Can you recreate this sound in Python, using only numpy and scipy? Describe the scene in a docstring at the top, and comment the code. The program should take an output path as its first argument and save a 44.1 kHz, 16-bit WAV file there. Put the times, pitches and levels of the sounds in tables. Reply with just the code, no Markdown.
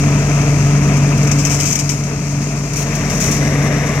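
"""A trailer-mounted leaf vacuum runs steadily across a lawn from start to end: a firing drone over a
lumpy exhaust rumble, with the rush and hiss of the suction fan. From about one second a wire rake
catches, scrapes and clatters on the asphalt beside it, its tines ringing. The rake rests after two
seconds and returns near the end, as the microphone tilts up to face the machine and the fan noise
changes colour."""
import sys
import numpy as np
from scipy import signal
from scipy.fft import rfft, irfft
from scipy.io import wavfile

SR = 44100
rng = np.random.default_rng(int(sys.argv[2]) if len(sys.argv) > 2 else 0)


def store_pcm(level_fs):
    """Save levels as 16-bit WAV."""
    pcm = np.round(np.clip(level_fs, -1, 1) * 32767).astype(np.int16)
    wavfile.write(sys.argv[1], SR, np.atleast_2d(pcm).T)


N = 176400
T = np.arange(N) / SR
FREQS = np.maximum(np.arange(N // 2 + 1) * SR / N, 1)
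CRANK_HZ = 47.76  # governed crankshaft speed

# Stereo balance of the two microphone ports. Each row: frequency in Hz, left minus right in dB.
PORT_BALANCE = [(50, -0.2), (150, 1.5), (300, -0.5), (400, 2.5), (560, 4), (700, -1), (930, 4), (1120, -2),
                (1300, 2), (1500, 8.5), (1750, 3), (2050, 10.5), (2450, 12.5), (2700, 15.5), (3100, -6),
                (3900, 3.5), (4600, 0.5), (5400, 13.5), (6100, 16.5), (7200, 7), (8300, 2), (10000, -1),
                (12000, -15), (14000, -13.5), (15500, -14)]
# Phase between the ports. Each row: frequency in Hz, lead of the left port in radians.
PORT_PHASE = [(50, 0.28), (150, 0), (400, 0.59), (700, 0.44), (1000, 0.95), (1300, 1.44), (1900, 1.5),
              (2400, 0.9), (2900, -0.5), (4000, -2), (6000, -3), (9000, -1.5)]


def leaf_vacuum():
    """One slowly wandering crankshaft times the drone and the fan's throb, over the exhaust rumble."""
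    speed_hz = CRANK_HZ * (1 + 0.0018 * drift(1.85))
    crank = 2 * np.pi * np.cumsum(speed_hz) / SR
    return exhaust_rumble() + fan_rush(crank) + fan_hiss(crank) + engine_drone(crank)


def engine_drone(crank):
    """A deep thud for every turn under a stack of engine orders; the third is the firing note."""
    # Each row: multiple of the crank speed, relative level in dB, flutter depth from 0 to 1.
    orders = [(2, -13.5, 0.34), (2.5, -15.5, .5), (3, 1.5, 0.1), (3.5, -19, 0.4), (4, -14.5, 0.29),
              (5, -21.5, 0.8), (6, -13.5, 0.29), (8, -35, 0.7), (9, -28.5, 0.44)]
    # Fader rides of the drone and the thud. Each row: time in seconds, relative level in dB.
    drone_level = [(0, -14.5), (.75, -13.5), (.9, -15.5), (1.05, -13.5), (1.45, -16), (1.76, -21.5),
                   (1.86, -20), (2.1, -21.5), (2.8, -22.5), (3.1, -25), (3.5, -17), (4, -21)]
    thud_level = [(0, -27.5), (1.35, -29), (1.8, -34), (2.5, -34), (3.1, -28), (4, -31)]
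    drone = sum(amp(db) * engine_tone(crank, multiple, flutter) for multiple, db, flutter in orders)
    thud = engine_tone(crank, 1, flutter=0.054)
    return amp(in_time(drone_level) - 0.5) * drone + amp(in_time(thud_level)) * thud


def engine_tone(crank, multiple, flutter):
    """One engine order at the two ports, fluttering in strength and phase."""
    tone = np.exp(1j * (multiple * crank + rng.uniform(0, 2 * np.pi)))
    tone *= 1 + flutter * (drift(24) + 1j * drift(5.2))
    pitch_bin = np.searchsorted(FREQS, multiple * CRANK_HZ)
    left_over_right = amp(per_hz(PORT_BALANCE)[pitch_bin]) * np.exp(1j * per_hz(PORT_PHASE)[pitch_bin])
    return rms_one(np.real(tone * left_over_right ** np.array([[.5], [-.5]])))


def exhaust_rumble():
    """The exhaust: low noise with a lumpy spectrum, swelling and easing."""
    # Tone of the rumble. Each row: frequency in Hz, relative level in dB.
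    spectrum = [(20, -27), (36, -30), (60, -12), (85, -5), (115, -5.5), (144, -3), (172, -1), (200, -4),
                (235, -2), (260, -9.5), (295, -2.5), (340, -22.5), (420, -15)]
    # Fader ride. Each row: time in seconds, relative level in dB.
    level = [(0, -20.5), (.7, -22.5), (.9, -18), (1.05, -21.5), (1.4, -21.5), (1.8, -26), (2.0, -25.5),
             (2.4, -24.5), (2.8, -27), (2.95, -22), (3.3, -19.5), (3.6, -19.5), (4, -23)]
    return amp(in_time(level) + 0.5) * noise(spectrum)


def fan_rush(crank):
    """The suction fan's flickering midrange rush throbs with every turn and every firing."""
    # Tone aimed at the grass, then at the machine. Each row: frequency in Hz, relative level in dB.
    aside = [(310, -1.5), (350, -4.5), (390, 1), (440, 3.5), (510, -6.5), (600, 0.5), (700, 1), (810, -10),
             (960, -4.5), (1080, -8), (1280, -5.5), (1450, -10.5), (1700, -11), (2000, -10), (2150, -8),
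             (2260, -8), (2380, -6), (2660, -7.5), (2900, -17), (3300, -19.5), (3800, -25)]
    facing = [(190, -39), (330, -15), (344, -35), (369, 2), (401, 2), (668, 1.5), (845, -7), (1130, -5),
              (1400, -10), (2040, -3), (2770, -11.5), (3190, -21), (3800, -20.5), (4940, -48), (8360, -120)]
    # Fader ride. Each row: time in seconds, relative level in dB.
    level = [(0, -24.5), (1.35, -25), (1.6, -27.5), (1.9, -31), (2.1, -31), (2.7, -30.5), (2.95, -25.5),
             (3.3, -24.5), (3.6, -23), (4, -23)]
    flicker_db = 1.01 * drift(30)
    throb = 1 + 0.095 * np.cos(crank) + 0.16 * np.cos(3 * crank)
    return amp(in_time(level) + flicker_db) * throb * tilting_noise(aside, facing)


def fan_hiss(crank):
    """The bright hiss of the suction flickers and pulses lightly once a turn."""
    # Tone aimed at the grass, then at the machine. Each row: frequency in Hz, relative level in dB.
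    aside = [(2060, -8), (3500, -25), (3800, -14.5), (4430, -10.5), (6320, 2.5), (8630, -14), (11000, -22),
             (14400, -23.5), (15500, -30)]
    facing = [(2060, -32), (3500, -10), (4350, -9), (4960, -4.5), (5870, 4.5), (6810, -1), (7530, -4),
              (9070, -15), (13800, -18), (15500, -27)]
    # Fader ride. Each row: time in seconds, relative level in dB.
    level = [(0, -29.5), (1.2, -30.5), (1.8, -30), (2.15, -33), (2.65, -32.5), (3.0, -30.5), (3.45, -29),
             (3.7, -33), (4, -32)]
    flicker_db = 0.84 * drift(25)
    throb = 1 + 0.04 * np.cos(crank)
    return amp(in_time(level) - 1 + flicker_db) * throb * tilting_noise(aside, facing)


def rake():
    """Drags and catches drive grit into the tines and the rake's head; hard catches open with a click."""
    # Bright tone of the click. Each row: frequency in Hz, relative level in dB.
    click_spectrum = [(3800, -14.5), (6000, 15), (9000, -21), (15000, -22)]
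    catch_power, clicks = tine_catches()
    force = np.sqrt(catch_power + drag_power())
    ticks = grit()
    scrape = force * (tine_rasp(ticks) + amp(-12) * rake_head(ticks))
    ring = amp(-12.5) * tine_ring((force + clicks) * ticks)
    return scrape + clicks * noise(click_spectrum) + ring


def tine_catches(attack_s=0.0027, click_decay_s=0.00085):
    """Tines catch and spring free: the power envelope of the rasps and the envelope of the clicks."""
    # Each row: start in seconds, relative rasp level in dB, decay in seconds, relative click level in dB.
    catches = [(0.968, -26, 0.017, -37), (1.174, -24.5, 0.014, -30), (1.229, -27.5, .018, -30),
               (1.271, -21.5, 0.011, -32), (1.313, -16.5, 0.012, -14), (1.386, -22.5, 0.043, -25),
               (1.449, -13.5, 0.012, -17), (1.468, -20, 0.011, -25), (1.507, -26, 0.025, -25),
               (1.601, -16, .014, -22), (1.655, -18.5, .024, -27), (1.681, -23.5, .04, -22),
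               (1.724, -17.5, 0.021, -25), (1.753, -16, 0.015, -28), (1.788, -16.5, 0.017, -28),
               (1.796, -18, 0.0054, -28), (1.893, -18.5, 0.027, -3), (2.037, -26, 0.0087, -10),
               (2.732, -26, .017, -27), (2.758, -25, 0.03, -15), (2.951, -22.5, 0.014, -20),
               (3.099, -23.5, 0.023, -8), (3.199, -23.5, 0.023, -12), (3.212, -18, .012, -25),
               (3.238, -17, 0.009, -25), (3.311, -16.5, 0.013, -28), (3.324, -21, 0.012, -13)]
    power, clicks = np.zeros(N), np.zeros(N)
    for start, rasp_db, decay_s, click_db in catches:
        age = np.maximum(T - start, 0)
        attack = np.minimum(age / attack_s, 1)
        power += (amp(rasp_db + 0.5) * attack * np.exp(-age / decay_s)) ** 2
        clicks += amp(click_db - 7) * (T >= start) * np.exp(-age / click_decay_s)
    return power, clicks


def drag_power(attack_s=0.01, release_s=0.014):
    """Power envelope of the tines dragging over asphalt, sticking and slipping unevenly."""
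    # Each row: start in seconds, length in seconds, level in dB.
    drags = [(1.491, 0.071, -24), (1.583, 0.14, -25), (2.762, 0.068, -27), (3.125, .06, -32),
             (3.197, 0.098, -25), (3.31, 0.057, -26), (3.619, 0.06, -33.5), (3.855, 0.019, -31)]
    judder_db = drift(70)
    power = np.zeros(N)
    for start, length, db in drags:
        attack = np.clip((T - start) / attack_s, 0, 1)
        release = np.exp(-np.maximum(T - start - length, 0) / release_s)
        power += (amp(db + judder_db) * attack * release) ** 2
    return power


def grit(ticks_per_s=2000, tick_share=0.36):
    """Dense uneven ticks of wire on stone over a smooth scrape."""
    hits = rng.random(N) < ticks_per_s / SR
    ticks = rms_one(hits * rng.standard_normal((2, N)))
    smooth = rng.standard_normal((2, N))
    return np.sqrt(tick_share) * ticks + np.sqrt(1 - tick_share) * smooth


def tine_rasp(ticks, switch_s=2.4):
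    """Grit takes the bright colour of the tines, which switches while the rake rests."""
    # Tone aimed at the grass, then at the machine. Each row: frequency in Hz, relative level in dB.
    aside = [(3000, -10), (3800, -32), (4400, -23), (4900, -9), (5500, -2), (6200, 3.5), (7300, -1),
             (8300, -8.5), (9500, -19), (11000, -18), (14000, -19.5), (15500, -28)]
    facing = [(3000, -23), (4200, -16), (5000, -14), (5950, 3), (6600, 1.5), (8000, -11), (10000, -16.5),
              (12000, -18), (14000, -19), (15500, -23)]
    early = at_ports(ticks, colour(aside))
    late = at_ports(ticks, colour(facing), tilted=True)
    return np.where(T < switch_s, early, late)


def rake_head(ticks, hz=2360, width_hz=370):
    """The rake's head answers the grit with a single resonance."""
    return at_ports(ticks, 1 / (1 + 1j * (FREQS - hz ** 2 / FREQS) / width_hz))


def tine_ring(force):
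    """Narrow modes of the wire tines ring on after the scraping force that drives them."""
    # Each row: frequency in Hz, relative level in dB, seconds to fall by 60 dB.
    modes = [(5400, 3, 0.092), (6160, -3, .12), (6320, 0, 0.033), (6300, -2, 0.077), (6280, 0, 0.055)]
    ring = 0
    for hz, db, t60 in modes:
        radius, angle = amp(-60 / (t60 * SR)), 2 * np.pi * hz / SR
        feedback = [1, -2 * radius * np.cos(angle), radius ** 2]
        ring = ring + amp(db) * signal.lfilter([0, np.sin(angle)], feedback, force + 1e-18)
    return force.std() * at_ports(ring, 1)


def tilting_noise(aside, facing, start_s=2.72, end_s=3.46):
    """Noise crossfades between two colours as the microphone tilts up."""
    share = np.clip((T - start_s) / (end_s - start_s), 0, 1)
    return np.sqrt(1 - share) * noise(aside) + np.sqrt(share) * noise(facing, tilted=True)


def noise(spectrum, tilted=False):
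    """Stereo noise with the given spectrum."""
    return at_ports(rng.standard_normal((2, N)), colour(spectrum), tilted)


def at_ports(pair, gain, tilted=False):
    """Two unrelated signals become one coloured sound at the microphone ports; its mid has rms 1."""
    # How alike the ports sound. Each row: frequency in Hz, likeness from 0 to 1.
    likeness = [(100, .998), (300, 1), (700, 1), (1300, 0.94), (1700, 0.6), (2200, 0.69), (3000, 0.64),
                (6000, 0.3), (9000, 0.14)]
    # What the tilt adds to the balance. Each row: frequency in Hz, left minus right in dB.
    tilt_balance = [(300, 4), (500, -0.5), (700, 2), (1150, 3), (1750, 4), (2100, 3), (2450, -6), (3000, 4),
                    (4500, -4.5), (6000, -3.5), (9000, -1.5), (13000, 7)]
    balance, phase = per_hz(PORT_BALANCE), per_hz(PORT_PHASE)
    if tilted:
        balance, phase = balance + per_hz(tilt_balance), phase * 0.75
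    sides = np.array([[1], [-1]])
    port = (amp(balance) * np.exp(1j * phase)) ** (sides / 2)
    alike = np.clip(per_hz(likeness), 0, .9995)
    common_gain, apart_gain = port * np.sqrt(1 + alike), port * np.sqrt(1 - alike) * sides
    mid_gain = np.hypot(abs(common_gain.sum(0)), abs(apart_gain.sum(0)))
    common, apart = rfft(pair)
    stereo = irfft(gain * (common_gain * common + apart_gain * apart) / mid_gain, N)
    return stereo / stereo.mean(0).std()


def colour(spectrum):
    """EQ curve through rows of Hz and dB, falling steeply beyond its ends."""
    outside = np.minimum(FREQS / spectrum[0][0], 1) * np.minimum(spectrum[-1][0] / FREQS, 1)
    return amp(per_hz(spectrum)) * outside ** 8


def per_hz(rows):
    """A table read along log frequency."""
    hz, value = np.transpose(rows)
    return np.interp(np.log(FREQS), np.log(hz), value)


def in_time(rows):
    """A table read at every sample."""
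    return np.interp(T, *np.transpose(rows))


def drift(rate_hz):
    """Random wander of rms 1, mostly slower than the given rate."""
    return rms_one(irfft(rfft(rng.standard_normal(N)) / (1 + (FREQS / rate_hz) ** 2), N))


def amp(db):
    """Decibels to gain."""
    return 10 ** (np.asarray(db) / 20)


def rms_one(x):
    """Scale to unit rms."""
    return x / np.sqrt(np.mean(x ** 2) + 1e-20)


def scene():
    """The leaf vacuum with the rake beside it."""
    return leaf_vacuum() + rake()


def record(dry):
    """Peaks stop at full scale and a steep low-pass cuts the top."""
    low_pass = signal.cheby2(16, 70, 16400, fs=SR, output="sos")
    return signal.sosfilt(low_pass, np.clip(dry, -1, 1))


dry = scene()
out = record(dry)
store_pcm(out)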